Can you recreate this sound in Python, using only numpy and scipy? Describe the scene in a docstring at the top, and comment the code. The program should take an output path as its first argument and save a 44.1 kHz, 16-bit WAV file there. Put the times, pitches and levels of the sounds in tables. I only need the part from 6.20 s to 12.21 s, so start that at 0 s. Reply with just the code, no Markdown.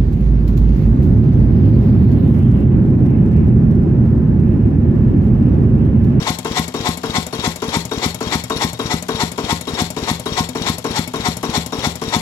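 """An old single-cylinder four-stroke diesel idles evenly, close by, in a yard.
Each cycle: the firing knocks the iron frame; the exhaust valve opens with a thud, gas rushes out
through the pipe and the valve shuts; the inlet gulps and hisses; its valve seats with a clunk.
Throughout, the gear clicks, rattles and clinks, the knock swells and eases as the governor hunts,
and the walls throw it all back."""
import sys
import numpy as np
from scipy import signal
from scipy.fft import rfft, irfft, next_fast_len
from scipy.io import wavfile
from scipy.ndimage import uniform_filter1d

SR = 44100
rng = np.random.default_rng(int(sys.argv[2]) if len(sys.argv) > 2 else 0)


def to_wav(s):
    """Save 16-bit WAV."""
    ch = np.atleast_2d(s).T  # columns
    pcm = np.round(np.clip(ch, -1, 1) * 32767)  # PCM
    wavfile.write(sys.argv[1], SR, pcm.astype(np.int16))


N = 265041
TAPS = 8192
HZ = np.fft.rfftfreq(TAPS, 1 / SR)
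AGE_S = np.arange(SR // 2) / SR
RPM = 409.48  # held by the flywheels
CYCLE_S = 2 * 60 / RPM  # one firing in two turns
FIRINGS_S = np.arange(-.0452, N / SR, CYCLE_S)

# Resonances of rods, rockers and springs. Each row: centre in Hz, width in Hz, peak in dB.
STEEL_PEAKS = [(2170, 66, -0.5), (2870, 27, -1), (3270, 28, 10), (3770, 59, 6), (4340, 80, -1),
               (5460, 108, 2.5), (7220, 600, 7.5), (11400, 590, 4.5)]


def amp(db):
    """Decibels to gain."""
    return 10 ** (np.asarray(db) / 20)


def curve(points, hz=HZ):
    """Interpolate a table over log frequency."""
    points_hz, values = np.transpose(points)
    return np.interp(np.log(hz + 1), np.log(points_hz + 1), values)


def add(mix, start_s, sound):
    """Mix a sound in, cut to fit."""
    start = round(start_s * SR)
    sound = sound[max(-start, 0):]
    part = mix[max(start, 0):][:len(sound)]
    part += sound[:len(part)]


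def delayed(x, delay_s):
    """Delay by whole samples."""
    return np.interp(np.arange(N) - round(delay_s * SR), np.arange(N), x)


def colour(x, gain):
    """Minimum-phase filter with the given gain at each of HZ."""
    log_gain = np.log(np.maximum(np.r_[gain, gain[-2:0:-1]], 1e-5))
    taps = np.fft.ifft(np.exp(np.conj(signal.hilbert(log_gain)))).real
    return signal.oaconvolve(x, taps[:TAPS // 2])[:len(x)]


def resonant(broad_db, peaks):
    """Broad spectrum with resonances standing on it, at unit power."""
    peak_power = sum(amp(db) ** 2 / (1 + (2 * (HZ - hz) / width_hz) ** 2) for hz, width_hz, db in peaks)
    gain = amp(broad_db) * np.sqrt(1 + peak_power)
    return gain / np.sqrt(np.mean(gain ** 2))


def ring(modes, phases, rise_s, scatter_db):
    """One blow on damped modes, each at a slightly random level."""
    hz, db, t60_s = np.transpose(modes)[:, :, None]
    decay = amp(db + scatter_db * rng.standard_normal(db.shape) - 60 * AGE_S / t60_s)
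    return (decay * np.cos(2 * np.pi * hz * AGE_S + phases)).sum(0) * (1 - np.exp(-AGE_S / rise_s))


def swell(full_s, db, attack_db_per_s, hold_s, release_db_per_s):
    """Attack, hold and release, as gain over the time since a firing."""
    early_s, late_s = np.maximum(full_s - AGE_S, 0), np.maximum(AGE_S - full_s - hold_s, 0)
    return amp(db - attack_db_per_s * early_s - release_db_per_s * late_s)


def scatter(spread_db):
    """A random level in dB per cycle."""
    return spread_db * rng.standard_normal(len(FIRINGS_S))


def lumpy_noise(envelope, levels_db, grain_db, repeat_share):
    """One grainy burst per cycle; a share of the noise is the same each time."""
    out = np.zeros(N)
    repeated = rng.standard_normal(len(AGE_S))
    for firing_s, db in zip(FIRINGS_S, levels_db):
        fresh, lumps = rng.standard_normal((2, len(AGE_S)))
        lumps = uniform_filter1d(lumps, size=40)
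        lumps = amp(grain_db * lumps / lumps.std())
        noise = np.sqrt(repeat_share) * repeated + np.sqrt(1 - repeat_share) * fresh
        add(out, firing_s, amp(db) * envelope * noise * lumps / np.sqrt(np.mean(lumps ** 2)))
    return out


def yard(x, first_s=.003, echoes_per_s=3000):
    """Scattered reflections from ground, walls and garage, different at each microphone port."""
    # Reverberation time. Each row: frequency in Hz, T60 in seconds.
    reverb_t60_s = [(100, 1.0), (1000, .8), (2500, .38), (12000, 0.33)]
    # Reflection strength. Each row: frequency in Hz, level in dB.
    reflection_db = [(100, -40), (300, -15), (1000, -11), (3000, -14.5), (12000, -14)]
    shape = (2, len(AGE_S))
    echoes = rng.standard_normal(shape) * (rng.random(shape) < echoes_per_s / SR) * (AGE_S > first_s)
    hz, time_s, spectra = signal.stft(echoes, SR, nperseg=256)
    decay = amp(-60 * time_s / curve(reverb_t60_s, hz)[:, None])
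    decay *= amp(curve(reflection_db, hz))[:, None] / np.sqrt(np.mean(decay ** 2, 1, keepdims=True))
    tail = signal.istft(spectra * decay, SR, nperseg=256)[1] / np.linalg.norm(echoes[0])
    return signal.fftconvolve(x[None], tail, axes=1)[:, :N]


def gear_shake(tremble_db=-44):
    """Envelope of one cycle: jolts die away over a steady tremble."""
    # Jolts from firing, exhaust tappet, inlet tappet and closing inlet valve. Each row: seconds
    # after firing, level in dB, attack in dB/s, hold in seconds, release in dB/s.
    jolts = [(0.0, -22, 6000, .006, 135), (.072, -22.8, 330, .004, 240), (.15, -27.5, 60, .012, 150),
             (.238, -30.5, 900, .008, 480)]
    tremble = amp(tremble_db) * (AGE_S < CYCLE_S)
    return np.sqrt(tremble ** 2 + sum(swell(*jolt) ** 2 for jolt in jolts))


def gear_rattle(gain_db=-1.4):
    """Loose gears and rods rattle all round the cycle."""
    # Broad rattle spectrum. 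Each row: frequency in Hz, relative level in dB.
    rattle_db = [(30, -1), (130, 4.5), (450, 5.5), (650, -0.5), (1000, 1), (1500, -5), (2600, -4),
                 (4000, -8), (5600, -6), (7500, -18), (9000, -19.5), (16000, -31.5)]
    chatter = lumpy_noise(gear_shake(), np.full(len(FIRINGS_S), gain_db), grain_db=2, repeat_share=.15)
    return colour(chatter, resonant(curve(rattle_db), STEEL_PEAKS))


def steel_clinks(hits_per_s=26, scatter_db=3):
    """Small parts are struck at random, hardest during jolts; each rings at its own pitch."""
    # Small steel parts. Each row: pitch in Hz, level in dB, T60 in seconds.
    parts = [(2885, -29, .05), (3256, -28, .05), (3735, -24, .11), (3838, -24, .1), (4350, -28, .05),
             (5450, -27, .05), (5680, -25, .07), (10900, -29, .025)]
    force, out, shake = np.zeros(N), np.zeros(N), gear_shake()
    for firing_s in FIRINGS_S:
        add(force, firing_s, (shake / shake.max()) ** 1.6)
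    for hz, db, t60_s in parts:
        hits = force * (rng.random(N) < hits_per_s / SR)
        hits *= amp(scatter_db * np.clip(rng.standard_normal(N), -2, 2))
        clink = amp(db - 60 * AGE_S / t60_s) * np.sin(2 * np.pi * hz * AGE_S)
        out += signal.oaconvolve(hits, clink)[:N]
    return out


def gear_clicks(parts_db, scatter_db=1, rise_s=.00084, cutoff_hz=13000):
    """Pump, tappets and valves click at fixed crank angles."""
    # Clicks. Each row: seconds after firing, relative level in dB, centre in Hz, width in octaves,
    # T60 in seconds, part whose strength it follows.
    clicks = [(-.0022, -23.5, 5800, 1.1, .04, "knock"), (.001, -21, 1100, 0.35, 0.13, "knock"),
              (.021, -21.5, 4000, 0.54, 0.026, "valve"), (.028, -35, 11000, 0.334, .025, "tappet"),
              (0.0692, -18, 3800, 0.28, 0.036, "tappet"), (0.1449, -23, 10700, 0.4, 0.056, "valve"),
              (0.2314, -15.8, 7400, 0.8, 0.031, "valve"), (.235, -27, 4500, 1.9, 0.048, "valve"),
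              (0.273, -30.5, 3560, 0.4, 0.054, "tappet")]
    out, age_s = np.zeros(N), AGE_S[:TAPS]
    lowpass_db = -10 * np.log10(1 + (HZ / cutoff_hz) ** 16)
    for delay_s, db, hz, octaves, t60_s, part in clicks:
        hits = np.zeros(N)
        envelope = amp(db - 60 * age_s / t60_s) * (1 - np.exp(-age_s / rise_s))
        for firing_s, part_db in zip(FIRINGS_S, parts_db[part]):
            strength = amp(part_db + scatter_db * rng.standard_normal())
            add(hits, firing_s + delay_s, strength * envelope * rng.standard_normal(TAPS))
        band_db = -20 * np.log10(1 + (np.log2((HZ + 1) / hz) / octaves) ** 2 / 2)
        out += colour(hits, resonant(band_db + lowpass_db, STEEL_PEAKS))
    return out


def inlet_clunk(delay_s=.231):
    """The inlet valve drops onto its seat and rings the casting."""
    # Casting modes. Each row: frequency in Hz, level in dB, T60 in seconds.
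    modes = [(119.4, -25, 0.22), (184, -30, 0.27), (250.3, -28, 0.28), (494.5, -33, 0.16),
             (622.4, -28, .08), (915, -35, .08), (2219.5, -28, 0.054)]
    out, phases = np.zeros(N), rng.uniform(0, 2 * np.pi, (len(modes), 1))
    for firing_s in FIRINGS_S:
        add(out, firing_s + delay_s, ring(modes, phases, rise_s=.00064, scatter_db=3))
    return out


def gas_flow(flow_db, crossover_hz=2600):
    """The piston drives gas out through the pipe, then draws air in."""
    # Resonances of pipe and cylinder head. Each row: centre in Hz, width in Hz, peak in dB.
    pipe_peaks = [(400, 53, 8), (600, 13, 7.5), (735, 20, 18.3), (847.5, 22, 18), (936, 38, 17.3),
                  (1072, 28, 17), (1272, 29, 11), (1417, 24, 9), (1875, 35, 11), (1995, 55, 11.8),
                  (2217, 52, 11), (2380, 33, 7.5), (3403, 19, 9), (3550, 23, 10), (4070, 23, 5),
                  (4330, 35, 7.5), (5575, 63, 11)]
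    # Broad spectra of the two flows. Each row: frequency in Hz, relative level in dB.
    exhaust_db = [(40, -26), (130, -3), (300, -2.5), (550, -8), (850, -7), (1650, -7), (2900, -6.5),
                  (3700, -0.5), (4900, -5.5), (6300, -7), (7200, -4.5), (9300, -18.5), (11500, -19.5),
                  (16000, -35)]
    inlet_db = [(40, 7), (150, 1.5), (550, -0.5), (1000, -20.5), (1700, -6.5), (2800, 0), (4200, 5.5),
                (6000, -5.5), (7500, 5), (9000, -12), (11300, -4.5), (16000, -26)]
    exhaust = swell(full_s=.118, db=-12.4, attack_db_per_s=720, hold_s=.016, release_db_per_s=590)
    inlet = swell(full_s=.172, db=-25.3, attack_db_per_s=600, hold_s=.025, release_db_per_s=700)
    pipe = resonant(curve(exhaust_db), pipe_peaks)
    intake = resonant(curve(inlet_db), pipe_peaks)
    low_share = 1 / (1 + (HZ / crossover_hz) ** 4)
    pipe_low, pipe_high = pipe * np.sqrt(low_share), pipe * np.sqrt(1 - low_share)
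    roar = colour(lumpy_noise(exhaust, flow_db, grain_db=1.64, repeat_share=.12), pipe_low)
    jet = colour(lumpy_noise(exhaust, flow_db, grain_db=2, repeat_share=.098), pipe_high)
    hiss = colour(lumpy_noise(inlet, flow_db, grain_db=2.3, repeat_share=.05), intake)
    # The late jet brightens the rush as the valve gap narrows.
    return roar + delayed(jet, delay_s=.005) + hiss


def puff(delay_s, width_s, push_db, lean, column, column_db, lead_s):
    """A valve moves: one pressure swing, and the air column rings from lead_s before its centre."""
    out, centre_s = np.zeros(N), .01
    widths = (AGE_S - centre_s) / width_s
    swing = -widths * np.exp((1 - widths ** 2) / 2 - lean * widths)  # lean favours the first half
    for firing_s in FIRINGS_S:
        add(out, firing_s + delay_s - centre_s, amp(push_db) * swing)
        ringing = ring(column, phases=0, rise_s=.0025, scatter_db=1.1)
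        add(out, firing_s + delay_s - lead_s, amp(column_db) * ringing)
    return out


def inlet_gulp():
    """The inlet valve opens and sets its air column ringing."""
    # Inlet air column modes. Each row: frequency in Hz, relative level in dB, T60 in seconds.
    modes = [(77.4, -22.5, 0.3), (95, -27, 0.27), (126.48, -33.5, 0.35), (167.2, -20.5, 0.38),
             (220.7, -18, 0.11), (244, -24, 0.17), (272, -29, 0.074)]
    return puff(delay_s=.1514, width_s=.00094, push_db=-8.5, lean=.25,
                column=modes, column_db=.5, lead_s=.0011)


def exhaust_thuds():
    """The exhaust valve opens, then shuts more softly with the opposite pressure swing."""
    # Exhaust air column modes. Each row: frequency in Hz, relative level in dB, T60 in seconds.
    modes = [(74.4, -21.5, 0.128), (118.5, -31.5, 0.45), (230, -17.5, 0.093)]
    opening = puff(delay_s=.0662, width_s=.0011, push_db=-13.5, lean=.23,
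                   column=modes, column_db=-2.8, lead_s=.0012)
    closing = puff(delay_s=.1437, width_s=.00092, push_db=-20, lean=0,
                   column=modes, column_db=-4.5, lead_s=.0014)
    return closing - opening


def firing_strength(base_db=-3, hunt_db=2.4, hunt_period_s=2.44, most_fuel_s=2.4):
    """Level of each firing in dB: the governor hunts slowly, with a sharper knock now and then."""
    # Harder firings. Each row: time in seconds, extra level in dB.
    hard_knocks = [(.248, 2.5), (.834, 3), (1.42, 5.5), (2.299, 4), (2.885, 6.5), (3.178, 6), (4.057, 4.3),
                   (4.643, 2.5), (5.23, 4.5)]
    governor_db = hunt_db * np.cos(2 * np.pi * (FIRINGS_S - most_fuel_s) / hunt_period_s)
    extra_db = sum(db * (abs(FIRINGS_S - time_s) < CYCLE_S / 2) for time_s, db in hard_knocks)
    return base_db + governor_db + extra_db + scatter(spread_db=.7)


def firing_knock(firing_db, gain_db=-.6, jitter_rad=.27):
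    """Each firing strikes the frame nearly alike; a sharper one mostly feeds the upper modes."""
    # Modes of iron frame and base. Each row: frequency in Hz, relative level in dB, T60 in seconds.
    frame = [(115, -28.5, 0.28), (162.3, -27, 0.27), (235, -22.5, 0.35), (278, -19.8, 0.18),
             (352, -19.5, 0.11), (402.4, -22, 0.27), (447, -18.5, 0.3), (490.2, -30, 0.2), (620, -27, 0.2),
             (689, -25, 0.14), (761, -23.5, .13), (890, -27, 0.18), (971, -16.5, 0.11), (1060, -21.5, 0.21),
             (1132.6, -20, 0.08), (1391, -24.5, 0.1), (1544, -25, 0.1)]
    out, phases = np.zeros(N), rng.uniform(0, 2 * np.pi, (len(frame), 1))
    mode_hz = np.transpose(frame)[0]
    sensitivity = (mode_hz / mode_hz[-1]) ** .84
    for firing_s, db in zip(FIRINGS_S, firing_db):
        modes = np.array(frame)
        modes[:, 1] += db * sensitivity
        jitter = jitter_rad * rng.standard_normal(phases.shape)
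        add(out, firing_s, ring(modes, phases + jitter, rise_s=.0044, scatter_db=1.04))
    return amp(gain_db) * out


def two_ports(near, far):
    """The engine is large and close: the left port hears its near side, the right both sides."""
    # Left-right likeness. Each row: frequency in Hz, correlation from 0 to 1.
    likeness = [(100, 1), (400, 0.96), (1000, 0.89), (3000, 0.2), (12000, 0.13)]
    size = next_fast_len(N)
    alike = curve(likeness, np.fft.rfftfreq(size, 1 / SR))
    blend = alike * rfft(near, size) + np.sqrt(1 - alike ** 2) * rfft(far, size)
    return np.array([near, irfft(blend, size)[:N]])


def scene():
    """The four strokes, in the yard."""
    puffs = exhaust_thuds() + inlet_gulp()
    firing_db, flow_db = firing_strength(), scatter(spread_db=.4)
    parts_db = {"knock": firing_db, "tappet": scatter(spread_db=1.3), "valve": scatter(spread_db=.6)}
    near, far = (amp(-.75) * (gas_flow(flow_db) + gear_rattle() + gear_clicks(parts_db))
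                 for _ in range(2))
    engine = firing_knock(firing_db) + puffs + inlet_clunk() + steel_clinks() + two_ports(near, far)
    return engine + yard(engine[0])


def record(dry, lag_s=.00013, low_cut_hz=30, high_cut_hz=15850):
    """Sound reaches the right port later and duller; both ports are band-limited."""
    # Shading of the right port by the camera body. Each row: frequency in Hz, loss in dB.
    shade_db = [(60, 5.5), (130, 3.5), (290, 5.0), (640, 4.5), (1410, 6.5), (3100, 10.5), (6820, 19.5),
                (15000, 0)]
    right = delayed(colour(dry[1], amp(-curve(shade_db))), lag_s)
    highpass = signal.butter(2, low_cut_hz, "high", fs=SR, output="sos")
    lowpass = signal.firwin(255, high_cut_hz, window=("kaiser", 8), fs=SR)
    ports = signal.sosfiltfilt(highpass, np.array([dry[0], right]))
    return signal.oaconvolve(ports, lowpass[None], "same")


dry = scene()
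out = record(dry)
to_wav(out)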